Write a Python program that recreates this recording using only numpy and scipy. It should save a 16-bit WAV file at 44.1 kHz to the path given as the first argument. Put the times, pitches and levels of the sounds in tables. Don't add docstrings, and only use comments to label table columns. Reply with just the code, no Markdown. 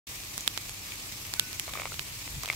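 import sys
import numpy as np
from scipy import signal
from scipy.fft import rfft, irfft
from scipy.io import wavfile
from scipy.ndimage import uniform_filter1d

SR = 44100
rng = np.random.default_rng(int(sys.argv[2]) if len(sys.argv) > 2 else 0)


def unload_audio(sound):
    columns = np.transpose(np.atleast_2d(sound))
    steps = np.round(np.clip(columns, -1, 1) * 32767)
    wavfile.write(sys.argv[1], SR, steps.astype(np.int16))


N = 112455


def amp(db):
    return 10 ** (np.asarray(db) / 20)


def unit(x):
    return x / np.sqrt(np.mean(x ** 2) + 1e-20)


def read(points, hz):
    f, value = np.transpose(points)
    return np.interp(np.log(hz + 1), np.log(f + 1), value)


def add(mix, start_s, sound):
    part = mix[:, max(round(start_s * SR), 0):][:, :sound.shape[1]]
    part += sound[:, :part.shape[1]]


def tint(x, colour):
    gain = amp(read(colour, np.fft.rfftfreq(N, 1 / SR)))
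    return unit(irfft(rfft(x) * gain, N))


def causal(db):
    log_gain = np.log(amp(np.r_[db, db[-2:0:-1]]))
    return np.exp(np.conj(signal.hilbert(log_gain)))[:len(db)]


def flat(z, order):
    power = uniform_filter1d(abs(z) ** 2, order)
    return z * causal(-10 * np.log10(power + 1e-9))


def burst(decay_s, scatter, size=1024, order=41):
    t = np.arange(size) / SR
    rattle = rng.standard_normal(size) * t * np.exp(-t / decay_s)
    contact = t == 0
    return flat(rfft(scatter * rattle / np.linalg.norm(rattle) + contact), order)


def spot(hz, level_db, bass_db, treble_db, ring_hz, ring_db, octaves, treble_hz, bass_hz=1650):
    bass = bass_db / (1 + (hz / bass_hz) ** 8)
    treble = treble_db / (1 + (treble_hz / (hz + 1)) ** 8)
    ring = ring_db / (1 + (np.log2((hz + 1) / ring_hz) / octaves) ** 2)
    return level_db + bass + treble + ring


def strikes(thud_hz=1800, size=1024):
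    # (time [s], level [dB], bass [dB], treble [dB], ring [Hz], ring [dB], left re right [dB])
    strike_list = [(0.236, -12, -4, -12, 4500, 2, -2), (0.3789, -7.5, 5.5, 3, 5600, 3, -5),
                   (0.408, -23, -8, 4.5, 6700, 14.5, 2), (0.477, 4.5, -0.5, -5, 3580, 13.5, -2.5),
                   (0.5759, 0.5, 2, -8, 3430, 4, -9), (0.6946, -12, 2.5, -1, 3400, 5.5, -5),
                   (0.9209, -8.5, -17, -15, 2500, 11, 1), (0.9573, -17, -6, 1, 14000, 0, 0),
                   (1.123, -16, -11, -8, 6000, 11, -2), (1.2522, -10, -8, -15, 2300, -2, 0),
                   (1.2676, -18.5, 1, -2, 13000, 9, 1), (1.3381, 0.5, -3, -7.5, 4550, 8.5, 3.5),
                   (1.396, 9, -7.5, -6, 3140, 8.5, -1.5), (1.5299, -11, -1.5, -3, 4470, 7.5, -3),
                   (1.5971, -3, -8, 0.5, 2780, 12, -3), (1.7361, -7, 1, -9, 3580, 8, 3),
                   (1.9423, -11, 3, -14, 3400, 5, -13), (1.9941, 1.5, -5.5, -14, 2460, 7, -5.5),
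                   (2.434, -11, -6, 1, 5360, 8, -2), (2.4583, -4.5, -7, -8, 3200, 6, 2),
                   (2.5277, -8.5, 0, -7, 3400, 3, -5)]
    # (frequency [Hz], gain [dB])
    left_colour = [(100, -20.5), (250, -1), (500, -10.5), (1200, -6), (2400, 2), (3300, -9.5),
                   (4500, -24.5), (7000, 6.5), (9500, 1), (15000, 0)]
    right_colour = [(100, -18.5), (250, -6.5), (500, -8), (1500, 0.5), (2400, -2), (3400, 2), (5200, 2),
                    (7000, 3.5), (9500, -2.5), (11500, 6.5), (15000, -14)]
    decay_s, scatter, ring_octaves = 0.00032, 4.1, 0.28
    out, hz = np.zeros((2, N)), np.fft.rfftfreq(size, 1 / SR)
    thud_share = 1 / (1 + (hz / thud_hz) ** 6)
    thud = causal(10 * np.log10(thud_share + 1e-5))
    for time_s, *colour, pan_db in strike_list:
        pan = np.sqrt(2) * amp([[pan_db], [0]]) / np.hypot(amp(pan_db), 1)
        spot_db = spot(hz, *colour, ring_octaves, treble_hz=5560)
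        tick = []
        for microphone in (left_colour, right_colour):
            crack = np.sqrt(1 - thud_share) * burst(decay_s, scatter)
            blow = flat(thud + crack, order=13)
            tick.append(irfft(blow * causal(spot_db + read(microphone, hz))))
        add(out, time_s, pan * np.array(tick))
    return out


def patter(count=32, size=512, focus_db_per_octave=9, width_db=4):
    # (frequency [Hz], relative level [dB])
    patter_colour = [(300, -18), (1200, -4), (2400, 1), (3200, 6), (6000, -8), (8500, 3), (10000, -6),
                     (11800, 0.5), (15500, -7)]
    hits_per_s, level_db, mean_spread_db, decay_s = 600, -50.5, 2, 0.00043
    out, hz = np.zeros((2, N)), np.fft.rfftfreq(size * 2, 1 / SR)
    for centre_hz in np.geomspace(1800, 14000, count):
        struck = rng.random(N) < hits_per_s / count / SR
        hits = struck * amp(mean_spread_db * np.minimum(rng.exponential(1, N), 5))
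        octaves_off = abs(np.log2((hz + 1) / centre_hz)).clip(0, 3)
        tick = irfft(burst(decay_s, 1.2) * causal(-focus_db_per_octave * octaves_off))
        sound = signal.oaconvolve(hits, tick)[:N]
        side = rng.uniform(-1, 1)
        right = np.roll(sound, round(side * 20))
        out += [amp(side * width_db) * sound, amp(-side * width_db) * right]
    return amp(level_db) * tint(out, patter_colour)


def hiss(level_db=-40.5, patchy_db=1.0, flicker_db=1.0, size=512):
    # (frequency [Hz], relative density [dB])
    hiss_colour = [(120, -13), (200, -10.5), (300, -2), (420, -10), (700, -10), (1200, -7.5), (1500, -13),
                   (1900, -7), (2350, -2), (3100, -8), (4000, -6), (5200, -5), (6800, -5.5), (8500, -8),
                   (9900, -14.5), (10800, -11), (11600, -8), (13500, -12.5), (15800, -12)]
    # (frequency [Hz], correlation [-1..1])
    likeness = [(200, 1), (500, 0.74), (1000, 0), (2300, 0), (4000, 0), (15000, 0)]
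    # (frequency [Hz], left re right [dB])
    balance = [(60, 0.5), (120, -0.67), (240, -1.5), (480, -2.0), (950, -1.0), (1890, -0.12), (3770, -3.3),
               (7520, 2.3), (15000, 1.5)]
    hop = size // 4
    frames, hz = N // hop + 5, np.fft.rfftfreq(size, 1 / SR)
    a, b, c, d, patches = rng.standard_normal((frames, len(hz), 5)).T
    patches = uniform_filter1d(patches, size=10, axis=0)
    patches = unit(uniform_filter1d(patches, size=16, axis=1))
    flicker = unit(uniform_filter1d(rng.standard_normal(frames), size=4))
    same = np.clip(read(likeness, hz), -1, 1)[:, None]
    left = a + 1j * b
    right = same * left + np.sqrt(1 - same ** 2) * (c + 1j * d)
    z = np.array([left, right]) / np.sqrt(1 + same / 2 + 1e-9)
    pan_db = np.array([.5, -.5])[:, None, None] * read(balance, hz)[:, None]
    z *= amp(read(hiss_colour, hz)[:, None] + pan_db + patchy_db * patches + flicker_db * flicker)
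    wash = signal.istft(z, nperseg=size, noverlap=size - hop)[1][:, :N]
    return amp(level_db) * unit(wash)


def creaks(apart=0.49, left_db=1, size=1024):
    # (time [s], level [dB], bass [dB], treble [dB], ring [Hz], ring [dB])
    slip_list = [(1.6793, -8.5, 4, 2, 640, 10), (1.6865, -17, 3.5, 1, 1200, 10),
                 (1.6925, -12.5, 3.5, 1, 1260, 8.5), (1.7386, -4, -1, -3, 650, 3),
                 (1.7541, -6, 2.5, -6, 1210, 10), (1.763, -8, -1, -7, 2210, 3),
                 (1.7741, -0.5, 0, -13, 2350, 2), (1.7866, -8, -1, -9, 1210, 12),
                 (1.7981, 1.5, -2.5, -8, 1940, 1.5), (1.8189, -0.5, -1.5, -4, 1230, 8.5),
                 (1.8342, -4, -3, -4, 2250, -1), (1.8555, 1, 3.5, -2, 2200, 0.5),
                 (1.865, -12, 7.5, 5, 1200, 3), (1.8729, -10, -3, 2, 1200, 15),
                 (1.9202, -8, 0.5, -10, 1400, 15), (2.2765, -7, -1, 0, 2200, 4.5),
                 (2.4352, -9.5, 0, -18, 1090, 16), (2.4484, -9, 5.5, 6, 1090, 8),
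                 (2.478, -7.5, 4, 8, 750, 4), (2.4876, 0.5, -10, 0, 2600, 6),
                 (2.5003, 7, -4, -2.5, 2180, 11.5), (2.516, -7, -15, 4, 2300, 7),
                 (2.534, -11, -4, 11, 1100, 2)]
    # (frequency [Hz], gain [dB])
    creak_colour = [(100, -35), (250, -26), (450, -4.5), (650, -2), (850, -3.5), (1200, -1.5), (1700, -12),
                    (2250, 3.5), (2900, -11), (3500, -7.5), (5000, -15), (8000, -17.5), (14000, -29)]
    # (start [s], length [s], level [dB])
    rub_list = [(1.683, .04, -51), (1.748, .09, -45.5), (1.84, .04, -53), (2.43, .03, -47),
                (2.485, .065, -44)]
    decay_s, scatter, ring_octaves, grains_per_s = .00045, .7, 0.2, 2000
    out, hz = np.zeros((2, N)), np.fft.rfftfreq(size, 1 / SR)
    for time_s, *colour in slip_list:
        middle = burst(decay_s, scatter, order=15)
        slip = middle + apart * np.array([[1], [-1]]) * burst(decay_s, 16)
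        colour_db = spot(hz, *colour, ring_octaves, treble_hz=3470) + read(creak_colour, hz)
        add(out, time_s, irfft(slip * causal(colour_db)))
    grains = rng.standard_normal((3, N)) * (rng.random(N) < grains_per_s / SR)
    t = np.arange(N) / SR
    pressure = np.zeros(N)
    for start_s, length_s, level_db in rub_list:
        progress = np.clip((t - start_s) / length_s, 0, 1)
        pressure += amp(level_db) * np.sqrt(abs(np.sin(np.pi * progress)))
    rubbing = pressure * tint(grains[0] + apart * grains[1:], creak_colour)
    return amp([[left_db], [0]]) * out + rubbing


def chime(start_s=1.362, tone_hz=1492, level_db=-44.5, t60_s=0.72, rise_s=0.03):
    t = np.maximum(np.arange(N) / SR - start_s, 0)
    envelope = np.minimum(t / rise_s, 1) * np.exp(-np.log(1000) * t / t60_s)
    return amp(level_db) * envelope * np.sin(2 * np.pi * tone_hz * t)


def air(apart=.38, left_re_right_db=2.5):
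    # (frequency [Hz], relative level [dB])
    air_colour = [(15, -29), (35, -3.5), (70, -4), (130, -3), (165, -11.5), (250, -30), (500, -49),
                  (2000, -70)]
    # (time [s], level [dB])
    air_level = [(0.1, -52.5), (1.2, -53.5), (1.75, -49), (2.0, -50.5), (2.27, -50.5), (2.38, -36.5),
                 (2.47, -56), (2.53, -42.5)]
    noise = rng.standard_normal((3, N))
    level_db = np.interp(np.arange(N) / SR, *np.transpose(air_level))
    rumble = tint(noise[0] + apart * noise[1:], air_colour)
    return amp(level_db) * rumble * amp([[left_re_right_db / 2], [-left_re_right_db / 2]])


def hum(waver_hz=3.44):
    # (frequency [Hz], rms level [dB])
    hum_tones = [(98, -59), (192, -65), (297, -67)]
    out = np.zeros(N)
    for tone_hz, level_db in hum_tones:
        drift = unit(uniform_filter1d(rng.standard_normal(N), size=3000, mode="wrap"))
        phase = 2 * np.pi * np.cumsum(tone_hz + waver_hz * drift) / SR
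        out += amp(level_db) * unit(np.sin(phase))
    return out


def scene():
    return strikes() + patter() + hiss() + creaks() + chime() + air() + hum()


def record(dry, start_s=.068, rise_s=0.0045, edge_hz=15780):
    opened = np.clip((np.arange(N) / SR - start_s) / rise_s, 0, 1)
    low_pass = signal.firwin(511, edge_hz, window=("kaiser", 9), fs=SR)
    return signal.oaconvolve(dry * opened, low_pass[None], "same")


dry = scene()
out = record(dry)
unload_audio(out)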